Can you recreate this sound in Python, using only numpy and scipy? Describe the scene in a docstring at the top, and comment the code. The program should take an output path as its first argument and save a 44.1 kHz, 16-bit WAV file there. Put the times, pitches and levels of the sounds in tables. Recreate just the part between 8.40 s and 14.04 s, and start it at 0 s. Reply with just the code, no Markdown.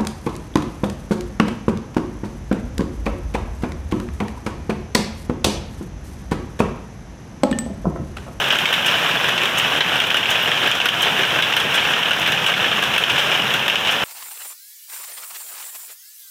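"""A low brick shed where rows of shuttle looms are running. Near looms at four slightly different speeds
beat out seven repeating series of knocks, ticks and thuds, and small steel rods ping twice. The blows of
all the other looms merge with their echoes into a din that swells with each pick (one throw of the
shuttle), over the rumble of the drives. A small microphone that favours the upper middle tones hears it
all, and its gain control turns the sound down for the hardest blows."""
import sys
import numpy as np
from scipy import signal
from scipy.fft import rfft, irfft
from scipy.io import wavfile
from scipy.ndimage import uniform_filter1d

SR = 44100
rng = np.random.default_rng(int(sys.argv[2]) if len(sys.argv) > 2 else 0)


def put_to_file(sound):
    """Save the sound as 16-bit audio at rate SR, in the file named by the first command-line argument."""
    columns = np.atleast_2d(sound).T  # one column per channel
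    safe = np.clip(columns, -1, 1)
    whole_steps = np.round(safe * 32767)
    wavfile.write(sys.argv[1], SR, whole_steps.astype(np.int16))


N = 248724


def from_db(db):
    """Turn decibels into a factor to multiply a sound by."""
    return 10 ** (np.asarray(db) / 20)


def rms_one(x):
    """Scale a sound to an average strength (rms) of 1."""
    return x / np.sqrt(np.mean(x ** 2) + 1e-20)


def curve(points, repeat_s=None):
    """Join (time, value) points with straight lines, repeating if asked."""
    return np.interp(np.arange(N) / SR, *np.transpose(points), period=repeat_s)


def coloured(x, low_hz, high_hz, size=8192):
    """Keep one band of a sound and give it the tone of the iron frames, shed and microphone."""
    # how strongly these three together pass each frequency: (frequency [Hz], level [dB])
    tone = [(15, -66), (25, -42), (130, -9.5), (292, -9), (750, -5.5), (1220, -6.5), (1640, -3),
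            (2040, -11), (2970, -3.5), (3500, -9), (4460, -25.5), (5530, -15), (8300, -24), (14200, -29.5),
            (15900, -39)]
    tone_hz, tone_db = np.transpose(tone)
    hz = np.maximum(np.arange(size // 2 + 1) * SR / size, 1)
    gain = from_db(np.interp(np.log(hz), np.log(tone_hz), tone_db))
    gain *= from_db(5 * np.exp(-((hz - 14500) / 2200) ** 2))   # the microphone's opening resonates
    gain /= np.sqrt((1 + (low_hz / hz) ** 8) * (1 + (hz / high_hz) ** 8))
    # a minimum-phase filter: nothing sounds before the blow that causes it
    cepstrum = irfft(np.log(gain + 1e-9))
    cepstrum[1:size // 2] *= 2
    cepstrum[size // 2 + 1:] = 0
    response = irfft(np.exp(rfft(cepstrum)))
    return signal.fftconvolve(x, response / np.sqrt(np.sum(response ** 2)))[:N]


def strike_shape(t, db, fade_s, rise_s):
    """The strength of one blow: it rises fast and dies away. A fade time is the time to fall 60 dB."""
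    return from_db(db - 60 * t / max(fade_s, .004)) * (1 - np.exp(-t / rise_s))


def bursts(times, levels_db, fades_s, rise_s):
    """The strength of many blows over time; where they overlap, their power adds up."""
    power, t = np.zeros(N), np.arange(SR // 4) / SR
    for s, db, fade_s in np.broadcast(times, levels_db, fades_s):
        i = round(s * SR)
        power[i:i + len(t)] += strike_shape(t, db, fade_s, rise_s)[:N - i] ** 2
    return np.sqrt(power)


def rings(times, levels_db, pitches_hz, fades_s, rise_s):
    """Each struck part rings briefly with two close tones of its own."""
    out, t = np.zeros(N), np.arange(SR // 8) / SR
    chance = rng.random((len(times), 2))
    for s, db, hz, fade_s, (apart, phase) in zip(times, levels_db, pitches_hz, fades_s, chance):
        i = round(s * SR)
        second_hz = hz * (.85 + .309 * apart)
        pair = np.sin(2 * np.pi * hz * t) + .9 * np.sin(2 * np.pi * (second_hz * t + phase))
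        out[i:i + len(t)] += (pair * strike_shape(t, db, fade_s, rise_s))[:N - i]
    return out


def turn_after_turn(patterns, singles, level_columns, spread_db=1.5):
    """Repeat each series' pattern every turn, with uneven force; add the single hits; return columns."""
    # the turns (two picks each) of the near looms, one list per series: (time [s], force [dB])
    series_turns = [
        [(.4654, -2), (1.1858, -1), (1.906, -2), (2.6229, -0.5), (3.3459, -1.5), (4.0657, -1.5), (4.788, -4.5),
         (5.512, -5)],
        [(.127, 1.5), (.8435, 2.5), (1.5574, 0.), (2.2747, 2.5), (2.9891, -1), (3.7091, 3), (4.4253, 2.5),
         (5.1438, -0.5)],
        [(.3298, -0.5), (1.0346, -3), (1.7443, 1), (2.4575, 2), (3.1667, 2.5), (3.876, -1), (4.5809, -2.5),
         (5.2821, 0.)],
        [(.157, 1), (.887, 0.), (1.621, -3), (2.353, 1), (3.087, -4), (3.818, 1), (4.55, -2), (5.281, 7.5)],
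        [(.2554, 2.5), (.9776, 3), (1.7022, 1), (2.4147, 0.), (3.137, -2), (3.862, -3), (4.5783, 3.),
         (5.2988, 1.5)],
        [(.6944, -7), (1.4061, 6.5), (2.1158, 1.5), (2.8327, 1), (3.5339, 2.5), (4.2422, 2), (4.9475, -3.5)],
        [(.713, 6), (1.4445, -13), (2.1743, 5), (2.906, 2), (3.633, 2.), (4.3638, 4.5), (5.1052, 3.5)],
    ]
    rows = []
    for turns, pattern in zip(series_turns, patterns):
        for s, force_db in turns:
            for delay_s, *values in pattern:
                levels = np.add(values[:level_columns], force_db + spread_db * rng.standard_normal())
                rows.append((s + delay_s, *levels, *values[level_columns:]))
    return np.transpose([row for row in rows + list(singles) if .05 < row[0] < N / SR])


def rumble():
    """The low roar of the drives and the shaking floor."""
    # shafts, gears and floor: (time [s], level [dB])
    loudness = [(0, -34.5), (1.5, -35.5), (3, -35), (4.5, -34.5), (5.64, -36)]
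    return from_db(curve(loudness)) * coloured(rng.standard_normal(N), 8.9, 224)


def far_looms(blows_per_s=700, spread_db=3.5, ring_fade_s=.027):
    """A din of random, uneven blows: some crack, some ring briefly, most drown in their echoes."""
    # the din's middle band before the swells are added: (time [s], level [dB])
    loudness = [(0.0, -19.5), (1.63, -21), (1.79, -21), (2.54, -20), (2.78, -19.5), (3.27, -20.5),
                (4.21, -21), (4.32, -21), (4.81, -19.5), (5.23, -21), (5.64, -20.5)]
    # swells with the picks of the faster and the slower looms: (time in the turn [s], level change [dB])
    fast_swell = [(0, 0.59), (.06, -0.81), (.14, 0.3), (.24, -0.64), (.33, 0.24), (.42, -0.71), (.52, 0.98),
                  (.62, -0.093), (.68, .6)]
    slow_swell = [(0, -0.063), (.1, 0.39), (.18, -.5), (.26, -0.5), (.32, 0.39), (.4, -1.2), (.48, 0.93),
                  (.57, -0.019), (.64, 0.95)]
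    # the din's low, middle and high bands: (bottom [Hz], top [Hz])
    bands = [(300, 2000), (2000, 4500), (4500, 20000)]
    sizes = from_db(spread_db * np.minimum(rng.exponential(1, N), 4.5)) * rng.choice([-1, 1], N)
    clicks = rms_one(sizes * (rng.random(N) < blows_per_s / SR))
    struck_part, ringing = rng.integers(0, 32, N), 0   # each click strikes one of 32 parts
    decay = from_db(-60 / (ring_fade_s * SR))
    for part, hz in enumerate(np.geomspace(600, 7000, 32)):
        resonator = [1, -2 * decay * np.cos(2 * np.pi * hz / SR), decay * decay]
        ring = signal.lfilter([1], resonator, clicks * (struck_part == part) + 1e-18)
        ringing += np.sqrt(hz) * rms_one(ring)   # higher parts stand for a wider range of pitches
    echoes = rng.standard_normal(N)
    din = rms_one(from_db(-8) * clicks + from_db(-12) * rms_one(ringing) + echoes)
    middle_db = curve(loudness) + curve(fast_swell, repeat_s=.709) + curve(slow_swell, repeat_s=.72)
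    swing_db = middle_db - middle_db.mean()
    levels_db = [swing_db - 24.5, middle_db, swing_db - 35]
    return sum(from_db(db) * coloured(din, *band) for db, band in zip(levels_db, bands))


def shed_echoes(x, fade_s=.11):
    """Walls and machines throw back so many echoes that they blur into a dying tail of noise."""
    t = np.arange(SR) / SR
    tail = rng.standard_normal(SR) * from_db(-60 * t / fade_s) * (t > .006)
    return signal.fftconvolve(x, tail / np.sqrt(np.sum(tail ** 2)))[:N]


def rod_pings():
    """Small steel rods ring with a thin, high note."""
    # struck rods: (time [s], level [dB], pitch [Hz], fade time [s])
    pings = [(2.025, -22, 14000, .03), (2.5, -41, 4970, .06)]
    return rings(*np.transpose(pings), rise_s=.002)


def thuds():
    """Heavy, dull blows carried by the frames and the floor."""
    # the sley, a swinging beam, beats the thread in; per series: (time in the turn [s], level [dB])
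    patterns = [
        [(-.41, -20.5)],
        [],
        [(.33, -19)],
        [(.44, -15.5)],
        [],
        [],
        [],
    ]
    # thuds that do not repeat: (time [s], level [dB])
    singles = [(.218, -19), (1.015, -21), (1.37, -13.5), (2.224, -13), (2.45, -22), (2.79, -16),
               (2.956, -14.5), (3.241, -14), (3.996, -15), (5.256, -23)]
    times, level_db = turn_after_turn(patterns, singles, level_columns=1)
    strength = bursts(times, level_db - 7.5, fades_s=.13, rise_s=.005)
    return coloured(rng.standard_normal(N) * strength, 130, 614)


def rattles():
    """Loose, thin steel parts tick and chatter in the treble, swelling fast and fading a bit slower."""
    # per series: (time in the turn [s], level below 8.8 kHz [dB], level above [dB], rise time [s])
    patterns = [
        [(0.0001, -25, -28.5, .0058)],
        [(.0001, -36, -29.5, .001), (.213, -31, -33.5, 0.0024)],
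        [(-.143, -25, -30.5, .0013), (.0001, -35, -25.5, .001)],
        [(.0001, -33, -36, .001)],
        [(.003, -33, -33, 0.00089)],
        [],
        [],
    ]
    # ticks that do not repeat: (time [s], then the same columns)
    singles = [(.0867, -37, -32, 0.0011), (.2654, -22, -36, .0007), (1.67, -40, -34, .002),
               (4.5809, -32, -31, .0007), (2.79, -36, -36, .0011), (3.7984, -36, -30, 0.00094),
               (4.5417, -38, -34, .0018), (4.701, -21, -31, 0.00056), (4.7187, -28, -36, 0.00056),
               (5.473, -25, -34, 0.00039)]
    t, lower, upper = np.arange(N) / SR, np.zeros(N), np.zeros(N)
    for s, lower_db, upper_db, rise_s in turn_after_turn(patterns, singles, level_columns=2).T:
        span = slice(round((s - .04) * SR), round((s + .06) * SR))
        past_peak = (t[span] - s) / max(rise_s, .0004)
        swell = np.exp(-np.where(past_peak < 0, past_peak, .54 * past_peak) ** 2)
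        lower[span] += from_db(lower_db - 3) * swell
        upper[span] += from_db(upper_db + .1) * swell
    noise = rng.standard_normal((2, N))
    return coloured(noise[0] * lower, 6200, 8800) + coloured(noise[1] * upper, 8800, 18000)


def knocks(pitch_spread=.045):
    """Each blow of a near loom is a crack, a short chatter and a ring; the highest band dies first."""
    # blows, per series: (time in the turn [s], level [dB], pitch of the struck part [Hz],
    # low band offset [dB], high band offset [dB], fade time of the ring [s])
    patterns = [
        [(-.385, -15, 2760, 0, -25, .022), (.011, -17, 3000, -12, 2, .025)],
        [(-.001, -12, 2840, 2, -21, 0.023), (0, -13, 1650, -11, -25, 0.035), (.212, -5.5, 3030, -9, -18, 0.017),
         (.333, -13.5, 2960, -10, -16, 0.036), (.354, -7, 3007, -7, -24, 0.03),
         (.384, -20, 2920, -6, -24, 0.021), (.49, -20, 2900, -1, -15, 0.026), (.518, -16, 3120, 0, -11, 0.03)],
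        [(-.143, -6.5, 3210, -21, -29, 0.021), (-.001, -8, 2956, -2, -12, 0.018), (0, -7, 1460, -9, -25, 0.021),
         (.21, -6.5, 2770, -1, -20, 0.027), (.339, -19, 1480, -1.5, -23, 0.01)],
        [(-.001, -7.5, 1500, -3.5, -16, 0.011)],
        [(0, -4, 2790, -10, -22, 0.016)],
        [(0, -7, 3050, -7.5, -13, 0.017), (.001, -8.5, 1680, -7, -18, .022)],
        [(0, -12, 3310, -10, -21, 0.0092)],
    ]
    # blows that do not repeat: (time [s], then the same columns)
    singles = [(0.1042, 0, 2940, -13, -19, 0.022), (0.665, -17, 2860, 0, -19, 0.029),
               (0.9328, -22, 3230, 5, -19, 0.022), (0.9973, -19, 3000, -9, -17, 0.019),
               (1.016, -12, 2700, -11, -15, 0.019), (1.0829, -20, 2830, -14, -21, 0.016),
               (1.477, -15, 2870, -1, -19, 0.022), (1.543, -16, 1630, 2, -23, 0.025),
               (1.6396, -6, 3100, -9, -16, 0.0075), (1.8284, -13, 2970, -11, -16, 0.025),
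               (1.8561, -7, 3040, -9, -12, 0.022), (2.013, -14, 2830, -9, -19, 0.022),
               (2.228, -11.5, 1410, -16, -19, 0.022), (2.2614, -7, 2620, -8, -23, 0.022),
               (2.4015, -2.5, 2800, -2, -19, 0.016), (2.648, -12, 3030, -9, -19, 0.013),
               (2.9574, -10, 2900, 5, -19, 0.016), (3.124, -8.5, 2650, -2, -17, 0.015),
               (3.3757, -9, 2640, -6, -12, 0.022), (3.4511, -6, 2680, -5, -24, 0.013),
               (3.5787, -16, 3000, -9, -17, 0.019), (3.6547, -13, 3240, -5, -19, 0.02),
               (3.975, -11, 2840, -11, -17, 0.035), (4.139, -5.5, 2540, -16, -19, 0.016),
               (4.2718, -16, 2780, -9, -15, 0.016), (4.3146, -10, 3120, 0, -17, 0.029),
               (4.3904, -13, 3180, -7, -19, 0.034), (4.5386, -8, 2980, -9, -19, 0.018),
               (4.5617, -8.5, 2610, 0, -19, 0.02), (4.6982, -5.5, 2880, -13, -21, 0.024),
               (4.9159, -5, 2620, -5, -12, 0.022), (5.4495, -10, 2940, -10, -19, 0.022),
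               (5.472, -6, 2770, -18, -19, 0.014)]
    times, level_db, hz, low_db, high_db, fade_s = turn_after_turn(patterns, singles, level_columns=1)
    # chatter bands: (level [dB], fade time [s], bottom [Hz], top [Hz])
    bands = [(level_db + low_db - 8, 2.05 * fade_s, 300, 2000),
             (level_db - 7, 3.75 * fade_s, 2000, 4500),
             (level_db + high_db - 1, .48 * fade_s, 4500, 8000)]
    noise = rng.standard_normal(N)
    chatter = sum(coloured(noise * bursts(times, db, fade, rise_s=.0002), bottom, top)
                  for db, fade, bottom, top in bands)
    cracks = np.zeros(N)   # the first hard touch
    cracks[np.round(times * SR).astype(int)] = from_db(level_db + 4)
    pitches_hz = hz * (1 + pitch_spread * rng.standard_normal(len(times)))   # never quite the same twice
    ringing = rings(times, level_db - 2, pitches_hz, fade_s, rise_s=.00072)
    return coloured(cracks, 870, 9100) + chatter + ringing


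def scene():
    """The near looms and their echoes over the far din and the rumble, in one channel."""
    near = knocks() + rattles() + thuds() + rod_pings()
    return (near + from_db(-6) * shed_echoes(near) + far_looms() + rumble())[None]


def record(dry, limit_db=-6.5, share_removed=.62, recovery_db_per_s=190):
    """Gain control dips at the start of each 20 ms frame that holds a loud peak, then recovers."""
    frame, first_frame = round(.02 * SR), round(.011 * SR)
    frame_number = (np.arange(N) + frame - first_frame) // frame
    peaks = np.maximum.reduceat(np.abs(dry[0]), np.r_[0, np.arange(first_frame, N, frame)])
    excess_db = np.maximum(20 * np.log10(peaks) - limit_db, 0)[frame_number]
    recovery_db = recovery_db_per_s * np.arange(N) / SR
    dip_db = np.maximum.accumulate(share_removed * excess_db + recovery_db) - recovery_db
    dip_db = uniform_filter1d(dip_db, size=30)   # soften the steps
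    treble_cut = signal.ellip(14, .3, 75, 15950, fs=SR, output="sos")   # removes the very highest tones
    return signal.sosfilt(treble_cut, dry * from_db(-dip_db))


dry = scene()
out = record(dry)
put_to_file(out)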